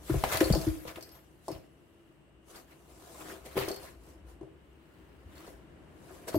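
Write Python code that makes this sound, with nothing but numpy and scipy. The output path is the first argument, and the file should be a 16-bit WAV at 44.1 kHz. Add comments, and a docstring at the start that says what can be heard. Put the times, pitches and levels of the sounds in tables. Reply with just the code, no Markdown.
"""A cardboard box on a wooden floor in a quiet, humming room. A cat rolls over in the box, then lies
still and swats at a toy on a string. Paws and flanks thump the panels, claws snap free, fur and string
stick and slip on the card; all of these set the box ringing. When the toy is jostled, a pellet rattles
in its tiny bell. Table levels are relative, ahead of each layer's gain."""
import sys
import numpy as np
from scipy import signal
from scipy.fft import rfft, irfft, next_fast_len
from scipy.io import wavfile
from scipy.ndimage import uniform_filter1d

SR = 44100
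rng = np.random.default_rng(int(sys.argv[2]) if len(sys.argv) > 2 else 0)


def generate_wav(sig):
    """Save sig (samples, or channels by samples) to the path in sys.argv[1] as 16-bit PCM at SR."""
    pcm = np.round(np.clip(np.atleast_2d(sig).T, -1, 1) * 32767).astype(np.int16)
    wavfile.write(sys.argv[1], SR, pcm)


N = 281338
FFT_SIZE = next_fast_len(N + SR)
FREQ_HZ = np.arange(FFT_SIZE // 2 + 1) * SR / FFT_SIZE + 1e-3
TIME_S, EVENT_S = np.arange(N) / SR, np.arange(SR // 4) / SR


def amp(db):
    return 10 ** (np.asarray(db) / 20)


def unit_rms(x):
    return x / np.sqrt(np.mean(x ** 2) + 1e-20)


def curve(points, hz=FREQ_HZ):
    """Table interpolated over log frequency."""
    f, value = np.transpose(points)
    return np.interp(np.log(hz + 1), np.log(f), value)


def add(mix, s, sound):
    part = mix[max(round(s * SR), 0):][:len(sound)]
    part += sound[:len(part)]


def filtered(x, gain):
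    return irfft(rfft(x, FFT_SIZE) * gain, FFT_SIZE)[..., :N]


def resonance(hz, width_hz):
    """One damped mode, peak gain 1."""
    return 1 / (1 + 1j * (FREQ_HZ ** 2 - hz ** 2) / (FREQ_HZ * width_hz))


def band_gain(spectrum, lo_hz, hi_hz):
    """Spectrum as a gain that gives white noise rms 1 within the band."""
    gain = amp(curve(spectrum))
    return gain / np.sqrt(np.mean(gain ** 2 * (FREQ_HZ > lo_hz) * (FREQ_HZ < hi_hz)))


def stereo_noise(envelope, gain, coherence_scale=1):
    """Enveloped, filtered noise; the channels agree only at low frequencies."""
    # left-right coherence: f/Hz, coherence
    coherence = [(60, 1), (300, 1), (700, 0.61), (1400, 0.089), (3000, 0.11), (15000, 0)]
    left, other = filtered(envelope * rng.standard_normal((2, N)), gain)
    shared = curve(coherence) * coherence_scale
    right = filtered(left, shared) + filtered(other, np.sqrt(1 - shared ** 2))
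    return np.array([left, right])


def room_tone():
    """Diffuse murmur, faint humming resonances and a rumble that comes and goes."""
    # murmur and rumble spectra: f/Hz, density/dB
    murmur_spectrum = [(15, -60), (25, -33), (41, -12.5), (64, -10.5), (175, -7.5), (242, -12.5), (317, -6),
                       (463, -14.5), (659, -15.5), (714, -19.5), (1020, -22), (1840, -25), (5880, -44.5),
                       (7920, -42.5), (16000, -52)]
    rumble_spectrum = [(25, -31), (45, -18), (60, 4), (85, -6.5), (120, -46), (250, -21), (1000, -84)]
    # background levels: t/s, murmur/dB, rumble/dB
    levels = [(0, -54.5, -55), (1.3, -61, -69), (2.1, -62.5, -73), (3.3, -62.5, -62), (4.25, -58.5, -55),
              (4.7, -61, -61.5), (5.7, -55.5, -59.5), (6.38, -55, -64)]
    # room resonances: f/Hz, width per stage/Hz, initial level/dB, drift/(dB/s)
    hums = [(147, 8.3, -76, 0.13), (331.2, 41, -69, 0.63), (2840, 500, -76.5, -0.1),
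            (8090, 180, -87.5, 0.05)]
    s, murmur_db, rumble_db = np.transpose(levels)
    murmur = unit_rms(stereo_noise(1, amp(curve(murmur_spectrum)), coherence_scale=0.71))
    rumble = unit_rms(stereo_noise(1, amp(curve(rumble_spectrum))))
    tone = murmur * amp(np.interp(TIME_S, s, murmur_db)) + rumble * amp(np.interp(TIME_S, s, rumble_db))
    for hz, width_hz, db, db_per_s in hums:
        hum = unit_rms(stereo_noise(1, resonance(hz, width_hz) ** 2, coherence_scale=0.72))
        tone += amp(db + db_per_s * TIME_S) * hum
    return tone


def stroke_forces(strokes):
    """Hiss and scrape envelopes; each stroke gathers speed and dies away."""
    roundness = 1.215  # 1 pointed, 2 bell-shaped
    power = np.zeros((2, N))
    for s, rise_s, fall_s, hiss_db, scrape_db in strokes:
        span_s = np.where(TIME_S < s, rise_s, fall_s)
        speed = np.exp(-np.abs((TIME_S - s) / span_s) ** roundness)
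        power += np.outer(amp([hiss_db, scrape_db]), speed) ** 2
    return np.sqrt(power)


def stick_slip(rate_hz, spread_db, grain_s, drag):
    """Brief, uneven slips over a steady drag."""
    sizes = amp(spread_db * np.minimum(rng.exponential(1, N), 4))
    slips = sizes * (rng.random(N) < rate_hz / SR)
    power = signal.lfilter([1], [1, -np.exp(-2 / (grain_s * SR))], slips ** 2)
    return unit_rms(np.sqrt(power / power.mean() + drag))


def rub(forces, hiss_spectrum):
    """Fibres hiss over card; under pressure they catch and scrape."""
    # scraped card: f/Hz, density/dB
    scrape_spectrum = [(40, -1), (130, 6), (240, -6), (380, 4), (700, 0.5), (1300, 5), (2200, 3),
                       (3300, -1.5), (6000, -11.5), (15000, -10)]
    hiss_force = forces[0] * stick_slip(rate_hz=900, spread_db=2.5, grain_s=0.0014, drag=2.0)
    scrape_force = forces[1] * stick_slip(rate_hz=700, spread_db=2.5, grain_s=0.0025, drag=0.76)
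    hiss = stereo_noise(hiss_force, band_gain(hiss_spectrum, 6000, 12000))
    scrape = stereo_noise(scrape_force, band_gain(scrape_spectrum, 1300, 2600))
    return amp(2) * hiss + amp(0.5) * scrape


def fur():
    """The body rolls and settles while paws drag over the card."""
    # rolling body: t/s, hiss/dB, scrape/dB
    roll = [(0, -69.5, -96), (0.099, -53.5, -52), (.26, -52, -57), (.43, -46.5, -45.5), (.55, -50, -53.5),
            (.68, -54, -55.5), (.79, -62.5, -65), (1.04, -71.5, -65), (1.33, -79.5, -93), (2.1, -86, -80),
            (2.4, -100, -99)]
    # paw drags: peak t/s, rise/s, fall/s, hiss/dB, scrape/dB
    paw_strokes = [(.102, 0.018, 0.02, -68, -48), (.336, 0.036, 0.037, -43, -35),
                   (.373, .003, .004, -34, -55), (.408, 0.0023, 0.011, -40.5, -31),
                   (.880, 0.011, .018, -57, -49), (.903, .018, 0.018, -68, -52),
                   (.962, 0.0057, 0.022, -70, -53), (1.155, 0.019, 0.042, -69, -65),
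                   (1.48, 0.039, 0.021, -65, -92), (1.53, 0.041, 0.064, -67, -60.5)]
    # fur on card: f/Hz, density/dB
    hiss_spectrum = [(150, -30), (600, 9), (1500, -17.5), (3300, 3.5), (5500, 2.5), (8000, 3), (12000, 4.5),
                     (15500, -4.5)]
    s, *levels_db = np.transpose(roll)
    body = amp([np.interp(TIME_S, s, db, right=-120) for db in levels_db])
    return rub(np.hypot(body, stroke_forces(paw_strokes)), hiss_spectrum)


def card_flex(db, hz, swell_s):
    """Struck card swings briefly; the envelope peaks at swell_s."""
    envelope = EVENT_S / swell_s * np.exp(1 - EVENT_S / swell_s)
    return amp(db - 2.5) * envelope * np.sin(2 * np.pi * hz * EVENT_S)


def card_crack(hits):
    """Bright noise burst for each quick blow, given as (t/s, amplitude)."""
    # cracking card: f/Hz, density/dB
    spectrum = [(300, -43), (1200, -0.5), (2500, 3.5), (5000, -10), (10000, -10), (16000, -12)]
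    decay = np.exp(-EVENT_S / 0.0098) + 0.54 * np.exp(-EVENT_S / 0.032)
    force = np.zeros(N)
    for s, gain in hits:
        add(force, s, gain * decay)
    return amp(-1.5) * stereo_noise(force, unit_rms(amp(curve(spectrum))))


def knocks():
    """Paws and head flex, slap and crunch a panel; only quick blows crack brightly."""
    # blows: t/s, knock/dB, panel f/Hz, swell/s, slap/dB, crunch/dB
    blows = [(.096, -21.5, 337, 0.0043, -34, -33.5), (.141, -25, 366, 0.0016, -41, -36),
             (.238, -12.5, 760, .00048, -33, -25), (.410, -14.5, 338, 0.004, -28, -28),
             (0.422, -25.5, 525, 0.0046, -55, -42), (.501, -16.5, 355, 0.0009, -40, -32.5),
             (.537, -34, 496, 0.0026, -44, -24), (0.555, -28.5, 325, 0.0057, -60, -42),
             (.667, -22, 317.6, 0.0063, -43, -43), (.754, -39, 306, 0.0071, -62, -52),
             (.852, -44.5, 503, 0.0038, -68, -37), (.971, -41, 332, 0.0027, -62, -51),
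             (.983, -39, 358, 0.0023, -65, -50), (1.4819, -33.5, 340, 0.0042, -27.5, -33),
             (1.503, -34, 323, 0.0044, -64, -45), (3.554, -34, 372, 0.0052, -67, -50),
             (3.568, -29, 404, 0.007, -50, -26.5), (3.572, -30, 503, 0.0029, -54, -56),
             (3.679, -27, 379, .0024, -51, -33), (3.706, -31.5, 390, 0.0037, -57, -39.5),
             (4.411, -36.5, 349, 0.0038, -53.5, -48.5), (4.429, -45, 385, .006, -62, -50.5),
             (5.476, -44, 416, 0.0039, -70, -49), (6.104, -46, 367, 0.0077, -67, -47.5),
             (6.271, -40, 430, .0023, -56, -50), (6.344, -18.5, 350, 0.0014, -25, -48),
             (6.349, -24.5, 620, .0047, -60, -48), (6.361, -20.5, 320, 0.004, -54, -38)]
    # card ringing around the paw: delay/s, f/Hz, swell/s, level/dB
    slap_modes = [(0, 890, 0.0015, -2.5), (.001, 1036, 0.0026, -14.5), (.005, 594, 0.004, -12)]
    # dull papery crunch: f/Hz, density/dB
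    crunch_spectrum = [(60, -6.5), (230, -1), (600, 5.5), (1100, -7.5), (2000, -24), (4000, -29),
                       (10000, -26), (16000, -57)]
    give_lag_s = 0.00097  # the panel yields just after contact
    crumple = np.exp(-EVENT_S / 0.0055) + 0.23 * np.exp(-EVENT_S / 0.049)
    flex, crunch_force = np.zeros((2, N))
    cracks = []
    for s, knock_db, hz, swell_s, slap_db, crunch_db in blows:
        add(flex, s + give_lag_s, card_flex(knock_db, hz, swell_s))
        for delay_s, ring_hz, ring_swell_s, ring_db in slap_modes:
            add(flex, s + delay_s, card_flex(slap_db + ring_db, ring_hz, ring_swell_s))
        add(crunch_force, s, amp(crunch_db) * crumple)
        hardness = 1 / (1 + (swell_s / 0.00043) ** 2)
        cracks.append((s, amp(crunch_db) * hardness))
    crunch = stereo_noise(crunch_force, unit_rms(amp(curve(crunch_spectrum))))
    return flex + amp(-3) * crunch + card_crack(cracks)


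def thuds():
    """The cat's weight bends a wall; the box bottom follows with a boom."""
    # landings: t/s, wall/dB, wall f/Hz, swell/s, bottom/dB
    landings = [(.106, -26.5, 127.4, .010, -30), (.149, -24, 129, 0.0074, -26),
                (.248, -44, 131, 0.012, -35.5), (0.432, -34, 89, 0.0078, -33),
                (0.508, -11.5, 163, .0024, -21.5), (.573, -28.5, 154, 0.0083, -49),
                (0.675, -23.5, 110, 0.0043, -30), (1.524, -40, 142, 0.0039, -51),
                (1.558, -42, 100, 0.003, -66), (3.576, -36.5, 132, 0.017, -58),
                (4.42, -50.5, 128, 0.013, -63), (5.253, -48, 84.5, 0.0092, -74),
                (6.356, -31, 103, .0078, -55)]
    bottom_lag_s = 0.014
    flex = np.zeros(N)
    for s, wall_db, hz, swell_s, bottom_db in landings:
        add(flex, s, card_flex(wall_db, hz, swell_s))
        add(flex, s + bottom_lag_s, card_flex(bottom_db, hz=59.5, swell_s=0.011))
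    return flex


def claws():
    """A claw catches in the card and snaps free."""
    # snaps: t/s, level/dB, f/Hz
    snaps = [(0.373, -20, 4700), (0.4058, -21, 5600), (0.668, -37, 5500), (0.959, -33.5, 3370)]
    flex = np.zeros(N)
    for s, db, hz in snaps:
        add(flex, s, card_flex(db, hz, swell_s=0.00018))
    return flex + card_crack([(s, amp(db - 17.5)) for s, db, _ in snaps])


def shell_ring(hz, t60_s, smear_hz):
    """Decaying bell modes; the rolling pellet disturbs the phase and widens each line."""
    steps = rng.standard_normal((len(hz), len(EVENT_S)))
    drift_rad = np.cumsum(steps, 1) * np.sqrt(2 * np.pi * smear_hz / SR)
    phase_rad = 2 * np.pi * (hz * EVENT_S + rng.random(hz.shape)) + drift_rad
    return amp(-60 * EVENT_S / t60_s) * np.sin(phase_rad)


def toy_bell(ping_hz):
    """The pellet strikes and chatters in the shell; a thin ping rings on."""
    # jostles: t/s, rattle/dB, tilt/(dB/octave), most excited f/Hz, ping/dB
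    jostles = [(.442, -29, -11, 4300, -46), (0.525, -23.5, -8, 4900, -53), (0.55, -26.5, -18, 5250, -53),
               (.614, -34, 6, 5300, -57), (0.878, -41, -6, 5300, -55), (1.009, -44.5, 2, 7000, -53),
               (1.026, -37, 1, 5300, -49.5), (1.091, -47, -8, 5300, -68), (1.116, -52, -3, 5300, -52),
               (1.482, -38, 9, 5300, -63), (1.5156, -39, -4, 5300, -66), (2.559, -45, 1, 4450, -58),
               (3.5895, -32, -7, 4300, -44), (3.65, -40, -8, 4300, -48), (3.6855, -29, 9, 4300, -44),
               (3.715, -32.5, -3, 4500, -49), (3.743, -39, 1, 4700, -55), (3.762, -37.5, -1, 4300, -53),
               (3.832, -47.5, -4, 4410, -69), (5.355, -52.5, -3, 4300, -85), (5.379, -50, -5, 4300, -76),
               (5.466, -49.5, 3, 4300, -67), (6.287, -36, 11, 4400, -60), (6.345, -58, -2, 4400, -38.5),
               (6.355, -36.5, 5, 4400, -54)]
    # shell modes: f/Hz, level/dB, T60/s
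    shell_modes = [(4290, -1, 0.13), (4296, -2, 0.063), (4760, -7, 0.081), (4630, 6, 0.069),
                   (5360, -0.5, 0.056), (5270, -3.5, 0.15), (6000, -6, 0.092), (6440, 1, 0.048),
                   (7300, -9, 0.061), (7620, -6.5, 0.09), (8320, -3, 0.077), (8240, -18, .06),
                   (10300, -17, .06), (9580, -1, 0.031), (10720, -20, 0.044)]
    hz, db, t60_s = np.transpose(shell_modes)[:, :, None]
    t, n, bounce_rate_hz = EVENT_S, len(EVENT_S), 250
    bell = np.zeros((2, N))
    for s, rattle_db, tilt_db, struck_hz, ping_db in jostles:
        favoured_db = 6 * np.exp(-((hz - struck_hz) / 300) ** 2)  # modes moving most at the impact
        mode_db = db + favoured_db + tilt_db * np.log2(hz / hz[0])
        for channel in bell:
            weights = amp(mode_db + 2 * rng.standard_normal(hz.shape))
            modes = weights * shell_ring(hz, t60_s, smear_hz=22)
            tick = 0.91 * np.exp(-t / 0.0024) * rng.standard_normal(n)
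            strike = modes.sum(0) / np.linalg.norm(weights) + tick
            bounces = rng.standard_normal(n) * (rng.random(n) < bounce_rate_hz / SR)
            bounces *= 0.13 * np.exp(-t / 0.053)
            ping = shell_ring(np.array([[ping_hz]]), t60_s=0.25, smear_hz=5)[0]
            ping *= 1 - np.exp(-t / 0.0036)
            hit = amp(rattle_db - 4.5) * strike + amp(ping_db) * ping
            add(channel, s, hit + signal.fftconvolve(hit, bounces)[:n])
    return bell


def pellet_shimmer(ping_hz):
    """Tiny taps of the rolling pellet feed the shell's highest mode."""
    # pellet rolls: peak t/s, half length/s, level/dB
    rolls = [(.46, .025, -55), (.72, 0.22, -63), (3.72, .11, -61)]
    speed = sum(amp(db) * np.exp(-((TIME_S - s) / half_s) ** 2) for s, half_s, db in rolls)
    return speed * unit_rms(stereo_noise(1, resonance(ping_hz, width_hz=45) ** 2))


def string_and_swipe():
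    """The string slides over the rim, and a paw swipes across the card."""
    # string slides, paw swipe near 3.6 s: peak t/s, rise/s, fall/s, hiss/dB, scrape/dB
    strokes = [(2.51, 0.031, 0.036, -62.5, -72), (2.564, 0.033, 0.047, -60, -60.5),
               (2.72, 0.043, 0.047, -72.5, -65.5), (2.915, .025, 0.016, -69, -70),
               (3.2, .24, 0.087, -59.5, -66), (3.218, 0.022, 0.033, -58.5, -56.5),
               (3.31, 0.068, 0.054, -55.5, -55), (3.463, 0.011, 0.018, -55.5, -55),
               (3.578, 0.011, 0.029, -66, -39.5), (3.618, 0.024, 0.026, -59, -40.5),
               (3.69, 0.17, 0.066, -57, -51.5), (3.85, 0.079, 0.063, -60, -60.5),
               (4.09, 0.076, 0.059, -67, -73), (4.30, 0.029, 0.038, -68, -73), (5.0, 0.4, .4, -95, -72),
               (5.39, 0.067, 0.11, -69.5, -60.5), (5.48, 0.033, 0.062, -65, -68),
               (6.13, 0.12, 0.24, -66, -67.5), (6.284, .007, 0.02, -46.5, -48.5),
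               (6.35, 0.033, 0.017, -55.5, -55.5)]
    # sliding hiss: f/Hz, density/dB
    hiss_spectrum = [(70, -2), (140, 3.5), (230, 9), (360, 12.5), (700, 8.5), (1200, 4.5), (2000, -7.5),
                     (3800, -1.5), (5500, -1.5), (8000, 0), (12000, -2), (15500, -9.5)]
    return rub(stroke_forces(strokes), hiss_spectrum)


def moving_contact(x, spread_db):
    """The contact point travels over the card, shifting the colour in short patches."""
    spectra = signal.stft(x, SR, nperseg=256)[2]
    patches = uniform_filter1d(rng.standard_normal(spectra.shape[1:]), size=3, axis=0)
    patches = uniform_filter1d(patches, size=8, axis=1)
    gain = unit_rms(amp(spread_db * unit_rms(patches)))
    return signal.istft(spectra * gain, SR)[1][:, :N]


def box(x):
    """The panels radiate directly and set the open box ringing."""
    # box and air modes: f/Hz, width/Hz, level/dB
    modes = [(54.3, 6.3, 0.5), (91, 12, 3), (130, 14, 1), (317, 18, 0.5), (385.5, 14.4, 2), (514, 41, 0),
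             (641, 17, -8.5), (667.5, 63, 1.5), (1012, 44, -1), (1238, 38, -8.5), (1442, 33, -7),
             (1683, 23, -3), (2033, 21, -3.5), (2180, 31, -29)]
    return filtered(x, 1 + sum(amp(db) * resonance(hz, width_hz) for hz, width_hz, db in modes))


def reflections(x):
    """Sparse echoes from floor and walls; the treble dies first."""
    # room decay: f/Hz, T60/s
    decay = [(80, 0.29), (400, 0.48), (2000, 0.16), (8000, 0.12), (16000, 0.22)]
    slot = 22  # samples per echo
    starts = np.arange(10 * slot, SR // 2, slot)
    arrivals = starts + rng.integers(0, slot, (2, len(starts)))
    taps = np.zeros((2, SR // 2 + slot))
    np.put_along_axis(taps, arrivals, rng.choice([-1., 1.], arrivals.shape), 1)
    hz, t, spectra = signal.stft(taps, SR, nperseg=256)
    tail = signal.istft(spectra * amp(-60 * t / curve(decay, hz)[:, None]), SR)[1]
    return signal.fftconvolve(x, tail / np.linalg.norm(tail[0]), axes=1)[:, :N]


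def scene():
    """Rubbing and blows sound through the box, the toy beside it, all in a small room."""
    ping_hz = 12948
    rubbing = moving_contact(fur() + string_and_swipe(), spread_db=2.5)
    card = box(rubbing + knocks() + thuds() + claws())
    direct = card + toy_bell(ping_hz) + pellet_shimmer(ping_hz)
    return direct + amp(-11) * reflections(direct) + room_tone()


def record(dry):
    """Slightly stronger left microphone, then a steep low-pass."""
    # channel imbalance: f/Hz, left over right/dB
    left_lead = [(60, 3), (125, 4.8), (250, 2.4), (500, 1.6), (1000, 2.1), (2000, 1.5), (4000, 1),
                 (8000, 3.2), (13000, 3.6)]
    cutoff_hz = 15850
    tilted = filtered(dry, amp(np.outer([.5, -.5], curve(left_lead))))
    low_pass = signal.firwin(511, cutoff_hz, window=("kaiser", 9), fs=SR)
    return signal.oaconvolve(tilted, low_pass[None], "same")


dry = scene()
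out = record(dry)
generate_wav(out)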